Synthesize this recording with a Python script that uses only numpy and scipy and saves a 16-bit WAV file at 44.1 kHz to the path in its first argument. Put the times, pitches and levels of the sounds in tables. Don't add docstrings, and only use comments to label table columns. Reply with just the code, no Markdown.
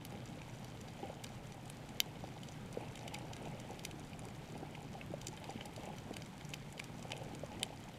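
import sys
import numpy as np
from scipy import signal
from scipy.fft import rfft, irfft
from scipy.io import wavfile

SR = 44100
rng = np.random.default_rng(int(sys.argv[2]) if len(sys.argv) > 2 else 0)


def wrap_up_sound(samples):
    columns = np.atleast_2d(samples).T
    tamed = np.clip(columns, -1, 1)
    steps = np.round(tamed * 32767).astype(np.int16)
    wavfile.write(sys.argv[1], SR, steps)


N = 351918
TIME = np.arange(N) / SR


# (time [s], relative level [dB], favoured pitch [Hz], tilt [dB/octave], notch [Hz], echo [-1 to 1])
NEAR_SNAPS = [(0.051, -50.5, 5050, 3.5, 7800, 0.8), (0.123, -59.5, 2570, -0.5, 8100, 1),
              (0.2571, -59, 6150, 5, 14700, 1), (0.4178, -53.5, 2400, -9, 4000, 0.19),
              (0.497, -59, 6500, -9, 4260, 0.52), (0.538, -66, 6500, 4, 12000, 0.71),
              (0.6455, -56, 6530, 1.5, 8200, 0.81), (0.8126, -57.5, 6140, 0, 4700, 0.31),
              (0.8838, -57, 4330, -7, 10500, 0.9), (1.2398, -51.5, 5200, 5.5, 11000, 0.24),
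              (1.244, -46.5, 3400, -4, 11000, 0.22), (1.2665, -57, 4190, -2, 10000, 0.36),
              (1.522, -56.5, 6600, -7, 4300, 0.081), (1.656, -63, 9000, 1, 4500, 0.0067),
              (1.7, -51.0, 9200, -2, 5350, 0.58), (1.891, -58, 7000, -2, 14000, 0.3),
              (2.0027, -28, 3260, 3.2, 9000, 0.93), (2.206, -64, 6100, 0, 10000, 0.4),
              (2.272, -62, 4700, -1, 13000, 0.6), (2.4335, -58, 4000, 4, 15000, 0.4),
              (2.487, -54.5, 7640, 0, 11600, 0.9), (2.521, -60, 6600, 1, 11000, 1),
              (2.728, -58, 10020, 8, 13400, 0.9), (2.743, -62, 4700, -3, 8000, 0.19),
              (2.9564, -52.5, 3150, 1, 13000, 0.43), (2.9757, -54.5, 2050, -7, 4300, 0.6),
              (2.992, -56.5, 6500, -4, 9500, 0.3), (3.079, -49, 2900, -1.5, 13800, 0.044),
              (3.081, -55, 7500, -6, 12000, 0.28), (3.142, -53, 4310, 7, 12400, 0.4),
              (3.1456, -45, 2560, 0, 12100, 0.93), (3.1871, -58, 9470, -3, 4000, 0.9),
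              (3.334, -50.5, 5010, -3.5, 5600, -0.19), (3.366, -54, 3990, -5, 4600, 0.23),
              (3.6, -56.0, 7740, 5, 11500, 0.99), (3.455, -58, 6600, -6, 4400, 0.045),
              (3.709, -60, 7400, 6, 14000, 0.64), (3.7938, -52.5, 5240, -2.5, 7300, 0.39),
              (3.838, -60, 6600, 3, 10000, 0.3), (3.8515, -41.5, 2470, -0.5, 4300, -0.043),
              (3.912, -53.5, 3190, -4.5, 15800, 0.13), (3.996, -61.5, 7850, 4, 15000, 0.55),
              (4.133, -55.5, 2670, -6, 8200, 0.9), (4.193, -55, 6030, -2.5, 4750, 0.61),
              (4.2527, -58, 10450, 3.5, 14100, 0.9), (4.286, -56.5, 6500, -9, 4400, 0.21),
              (4.578, -62, 4900, 8, 14000, 0.45), (4.7517, -51.5, 2400, -6.5, 7400, 0.4),
              (5.2157, -53, 3530, 2.5, 11500, 0.61), (5.2703, -43.5, 7360, 4, 11000, 0.95),
              (5.2832, -49.5, 6700, 1, 15800, 0.7), (5.3744, -54, 2720, -8, 6500, 0.9),
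              (5.442, -52.5, 8540, -5, 8300, 0.46), (5.497, -57, 4800, -3, 12000, 0.7),
              (5.505, -56.5, 6800, 7, 14000, 0.7), (5.6105, -47.5, 2950, -11, 10800, 0.9),
              (5.657, -53, 4760, 3, 15800, 0.043), (5.763, -54, 3360, 1, 13800, 0.8),
              (5.834, -59, 7000, -3, 4400, -0.013), (5.856, -59, 7400, 7, 15000, 0.22),
              (5.984, -56.5, 5000, 2, 10300, 0.7), (6.1395, -52.5, 3620, -1, 13200, 0.4),
              (6.1678, -46.5, 4400, -4, 5800, 0.52), (6.221, -52.5, 5240, -5, 9000, 0.9),
              (6.261, -59, 8000, -6, 4500, 0.067), (6.411, -54.5, 4730, -9.5, 5600, 0.57),
              (6.45, -57, 5900, -1, 11000, 0.16), (6.4918, -60, 7710, 7, 14300, 0.7),
              (6.503, -59, 6600, -4, 4400, 0.6), (6.5373, -44, 2600, -4, 11200, 0.9),
              (6.541, -47, 2020, 1.5, 9100, 0.64), (6.7257, -58, 8900, 1.5, 4400, 0.043),
              (6.7788, -54, 2650, -1.5, 9600, 0.64), (6.795, -50, 2500, -3, 9000, 0.3),
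              (6.7994, -42.5, 2330, -7, 4180, 0.36), (6.8416, -54.5, 4820, 1, 4300, 0.18),
              (7.027, -54, 7110, -3, 14000, 0.98), (7.1058, -52, 2910, -8, 4000, 0.045),
              (7.1196, -40.5, 2730, -4, 12000, 0.45), (7.1669, -54, 2800, -2, 10500, 0.5),
              (7.177, -57, 2990, 0, 4300, 0.5), (7.35, -55.0, 6380, 2, 15500, 0.9),
              (7.394, -59, 7000, -7, 4400, 0.6), (7.597, -58, 5500, 0, 14000, 0.49),
              (7.6308, -33, 3280, -0.5, 2980, -0.79)]

def near_shrimp(gain_db):
    out = np.zeros(N)
    for time, db, pitch_hz, tilt_db, notch_hz, echo in NEAR_SNAPS:
        claw_db = -10 - 4.9 * max(db + 36, 0)
        lead_s, sound = snap(db, pitch_hz, tilt_db, notch_hz, echo, claw_db)
        add(out, time - lead_s, sound)
    return out * undb(gain_db)


def snap(db, pitch_hz, tilt_db, notch_hz, echo, claw_db):
    gap = int(SR * (0.0014 + 0.0014 * rng.random()))
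    ring = housing_ring(tilt_db, notch_hz, echo)
    ring = ring + signal.lfilter(*signal.iirpeak(pitch_hz, Q=3.5, fs=SR), ring)
    ring = signal.fftconvolve(ring, echoes(tail_db=-31.5 - 0.5 * db, fade_s=0.0088))
    tail_db = -27 - 0.34 * db
    claw = signal.fftconvolve(coral_smear(ring), echoes(tail_db, fade_s=0.057))
    pop = signal.fftconvolve(coral_smear(ring), echoes(tail_db, fade_s=0.057))
    sound = np.pad(pop, (gap, 0)) + undb(claw_db) * np.pad(claw, (0, gap))
    pop_strength = np.sqrt(np.mean(pop[:220] ** 2))
    return gap / SR, sound * undb(db) / pop_strength


# (pitch [Hz], width [Hz], relative level [dB])
HOUSING_RESONANCES = [(855, 490, -8.5), (1635, 120, -6.5), (2125, 160, -2.5), (2470, 600, -2),
                      (3048, 265, 1.5), (3733, 610, -2), (4757, 830, -1.5), (5914, 520, 0.5),
                      (6990, 1300, -1.5), (7880, 620, -4), (9230, 2350, -5.5), (10480, 1600, -7.5),
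                      (12300, 1100, -9), (14000, 980, -14)]

def housing_ring(tilt_db, notch_hz, echo, size=1024):
    hz = np.fft.rfftfreq(size, 1 / SR)
    power = sum(undb(db) ** 2 / (1 + (2 * (hz - pitch) / width) ** 2) ** 2
                for pitch, width, db in HOUSING_RESONANCES)
    octaves_up = np.log2(np.maximum(hz / HOUSING_RESONANCES[1][0], 1))
    spectrum = np.sqrt(power) * undb(tilt_db * octaves_up)
    cepstrum = irfft(np.log(spectrum))
    cepstrum[1:size // 2] *= 2
    cepstrum[size // 2 + 1:] = 0
    rock_echo = echo * np.exp(-1j * np.pi * hz / notch_hz)
    return irfft(np.exp(rfft(cepstrum)) * (1 + rock_echo))


def echoes(tail_db, fade_s, size=1024):
    tail = rng.standard_normal(size) * undb(-60 * np.arange(size) / SR / fade_s)
    return signal.unit_impulse(size) + undb(tail_db) * tail / np.linalg.norm(tail)


def coral_smear(sound, width_hz=1050, count=6):
    for hz in np.geomspace(4000, 13000, count) * rng.uniform(0.88, 1.12, count):
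        _, poles = signal.iirpeak(hz, hz / width_hz, fs=SR)
        sound = signal.lfilter(poles[::-1], poles, sound)
    return sound


def shrimp_colony(db, spread_db, tilt_db, low_hz, high_hz, count):
    ticks = np.zeros(N)
    for when, distance, pitch, length in rng.random((count, 4)):
        tick = bubble(low_hz * (high_hz / low_hz) ** pitch, cycles=3 + 5 * length, glide=0)
        tick = signal.fftconvolve(tick, echoes(tail_db=-3.5, fade_s=0.0082))
        gain = undb(-spread_db * np.log(distance + 0.18))
        add(ticks, when * N / SR, gain * tick / np.linalg.norm(tick))
    ring = housing_ring(tilt_db, notch_hz=11800, echo=0.34)
    return set_level(signal.fftconvolve(ticks, ring)[:N], db)


# (pitch [Hz], relative level [dB])
SIZZLE_SPECTRUM = [(500, -13), (1100, -2), (1650, -1), (1800, 0.5), (2250, 2.2), (2800, -3.5), (3050, -0.5),
                   (3400, -1.5), (5300, -8), (5950, -8.5), (6400, -9), (7300, -9), (11000, -15.5),
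                   (14500, -18.5), (15500, -49)]

def far_shrimp(db, spread_db, count=9000, fade_s=0.015):
    power = np.zeros(N)
    starts = rng.integers(0, N, count)
    np.add.at(power, starts, undb(spread_db * rng.standard_normal(count)) ** 2)
    power = signal.lfilter([1], [1, -np.exp(-1 / (fade_s * SR))], power)
    sizzle = np.sqrt(power) * rng.standard_normal(N)
    return set_level(shape_tone(sizzle, SIZZLE_SPECTRUM), db)


# (crest time [s], relative level [dB], length [s], froth level compared with the wave [dB])
WAVE_CRESTS = [(0.135, -57.5, 0.052, -1), (0.323, -62.5, 0.19, 3), (1.04, -54.5, 0.14, -1),
               (1.967, -62, 0.66, -1), (2.82, -54.5, 0.09, 2.5), (3.083, -54, 0.17, 2.5),
               (3.536, -55, 0.35, 0), (4.247, -57, 0.1, -12), (4.637, -57, 0.33, -2),
               (5.51, -56, 0.21, 3.5), (5.854, -53.5, 0.11, 0), (6.063, -53.5, 0.049, -11),
               (7.174, -52.5, 0.18, -3), (7.59, -52.5, 0.14, 0.5)]

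def wave_level(frothy=False, lapping_db=-60, rise_share=0.8):
    power = undb(lapping_db) ** 2
    for time, db, length, froth_db in WAVE_CRESTS:
        age = (TIME - time) / length
        from_crest = np.where(age < 0, age / rise_share, age)
        power = power + undb(db + frothy * froth_db) ** 2 * np.exp(-2 * from_crest ** 2)
    return 10 * np.log10(power)


# (pitch [Hz], relative level [dB])
SLOSH_SPECTRUM = [(100, -25), (250, -5.5), (380, -2), (510, 1), (670, -0.5), (820, 4.5), (950, -1),
                  (1100, -5.5), (2000, -51)]

def sloshing_waves(gain_db, spread_db, low_hz, high_hz, count):
    cloud = np.zeros(N)
    for when, pitch, length, faintness in rng.random((count, 4)):
        ring = bubble(low_hz + (high_hz - low_hz) * pitch, cycles=6 + 12 * length, glide=0.25)
        add(cloud, when * N / SR, ring * undb(-spread_db * np.log(faintness + 0.015)))
    return set_level(shape_tone(cloud, SLOSH_SPECTRUM), gain_db) * undb(wave_level())


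def fizz(waves_db, db, follow, spread_db, low_hz, high_hz, count):
    cloud = np.zeros(N)
    for when, pitch, length, faintness in rng.random((count, 4)):
        ring = bubble(low_hz + (high_hz - low_hz) * pitch, cycles=15 + 25 * length, glide=0.059)
        add(cloud, when * N / SR, ring * undb(-spread_db * np.log(faintness + 0.0097)))
    delayed_db = np.interp(TIME - 0.02, TIME, waves_db)
    return set_level(cloud * undb(follow * delayed_db), db)


# (time [s], relative level [dB], pitch [Hz])
LOUD_BUBBLES = [(0.123, -55, 530), (0.149, -52, 280), (0.151, -46, 537), (1.030, -43.5, 804),
                (1.031, -37, 377), (1.035, -40, 252), (1.099, -38, 563), (2.239, -42.5, 780),
                (2.240, -41, 560), (2.24, -40, 323), (2.433, -42.5, 3100), (2.772, -29.5, 487),
                (3.133, -48.5, 846), (3.153, -42, 2330), (3.419, -41.5, 470), (3.472, -41.5, 680),
                (3.703, -38, 510), (3.706, -40.5, 211), (3.94, -40.5, 323), (4.525, -45, 385),
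                (4.555, -44, 237), (4.627, -38, 330), (4.630, -43, 777), (4.951, -42.5, 790),
                (4.984, -52, 700), (5.013, -41, 2630), (5.013, -45.5, 2240), (5.104, -37, 330),
                (5.108, -35.5, 190), (5.138, -32, 592), (5.286, -39, 350), (5.329, -48.5, 867),
                (5.416, -45, 630), (5.491, -42.5, 798), (5.493, -39, 496), (5.556, -33.5, 237),
                (5.653, -49.5, 830), (5.778, -39, 636), (5.795, -40.5, 278), (5.873, -44, 340),
                (5.874, -41, 560), (5.875, -45, 787), (6.108, -39, 262), (6.109, -43, 730),
                (6.110, -38, 450), (7.132, -41, 2600), (7.201, -52, 793), (7.203, -43, 560),
                (7.334, -41.5, 323), (7.435, -33.5, 588), (7.503, -51, 851)]

def single_bubbles(gain_db):
    out = np.zeros(N)
    for time, db, hz in LOUD_BUBBLES:
        cycles = 14.3 * (hz / 516) ** 0.82
        cycles += 150 * np.exp(-((hz - 834.5) / 37) ** 2)
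        soften = signal.butter(2, [0.33 * hz, 1.56 * hz], "bandpass", fs=SR, output="sos")
        add(out, time, undb(db) * signal.sosfilt(soften, bubble(hz, cycles, glide=-0.1)))
    return out * undb(gain_db)


def bubble(hz, cycles, glide):
    age = np.arange(int(cycles / hz * SR)) * hz / (cycles * SR)
    return np.sin(2 * np.pi * cycles * (age + glide * age ** 2 / 2)) * undb(-60 * age)


# (pitch [Hz], relative level [dB])
RUMBLE_SPECTRUM = [(8, -17), (25, -8), (65, -7), (100, -2), (150, -0.5), (210, -2), (300, -7.5), (420, -16),
                   (800, -19), (1100, -21), (1600, -23.5), (3000, -55.5)]

def water_rumble(db, sway_db):
    waves_db = wave_level()
    swell_db = 0.05 * (waves_db - waves_db.mean()) + sway_db * wander(rate_hz=5.1)
    rumble = shape_tone(rng.standard_normal(N), RUMBLE_SPECTRUM)
    return set_level(rumble, db) * undb(swell_db)


# (pitch [Hz], relative level [dB])
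ENGINE_TONES = [(75.3, -85), (112.8, -65.5), (122.5, -62), (150.3, -61), (163, -69)]

def distant_boat(gain_db, drift):
    hum = np.zeros(N)
    for hz, db in ENGINE_TONES:
        pitch_hz = hz * (1 + drift * wander(rate_hz=4))
        hum += undb(db) * np.sin(2 * np.pi * np.cumsum(pitch_hz) / SR)
    return undb(gain_db) * np.sqrt(2) * hum


def undb(db):
    return 10 ** (np.asarray(db) / 20)


def set_level(sound, db):
    return sound * undb(db) / np.sqrt(np.mean(sound ** 2))


def add(out, time, sound):
    start = int(np.clip(time * SR, 0, N - 1))
    out[start:start + len(sound)] += sound[:N - start]


def wander(rate_hz):
    hz = np.fft.rfftfreq(N, 1 / SR)
    slow_only = np.exp(-(hz / rate_hz) ** 2) * (hz > 0)
    return set_level(irfft(rfft(rng.standard_normal(N)) * slow_only, N), db=0)


def shape_tone(sound, spectrum):
    hz, db = np.transpose(spectrum)
    all_hz = np.maximum(np.fft.rfftfreq(N, 1 / SR), 1)
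    curve_db = np.interp(np.log(all_hz), np.log(hz), db)
    return irfft(rfft(sound) * undb(curve_db), N)


def scene():
    background = water_rumble(db=-52, sway_db=1) + distant_boat(gain_db=1.5, drift=0.0029)
    slosh = sloshing_waves(gain_db=0.5, spread_db=5, low_hz=217.5, high_hz=943, count=8000)
    glugs = single_bubbles(gain_db=3)
    gurgle = fizz(wave_level(), db=-70.5, follow=3.3, spread_db=6, low_hz=738, high_hz=924, count=500)
    froth = fizz(wave_level(frothy=True), db=-66.5, follow=1.08, spread_db=3,
                 low_hz=1947, high_hz=3240, count=4000)
    snaps = near_shrimp(gain_db=3)
    crackle = shrimp_colony(db=-70.5, spread_db=6, tilt_db=-2, low_hz=2570, high_hz=10800, count=520)
    sizzle = far_shrimp(db=-63, spread_db=3)
    ticks = shrimp_colony(db=-74.5, spread_db=7, tilt_db=4.5, low_hz=5800, high_hz=14400, count=330)
    return (snaps + crackle + ticks + sizzle + slosh + gurgle + froth + glugs + background)[None]


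def record(dry):
    top_hz = 15800
    return signal.sosfilt(signal.ellip(8, 0.2, 70, top_hz, fs=SR, output="sos"), dry)


dry = scene()
out = record(dry)
wrap_up_sound(out)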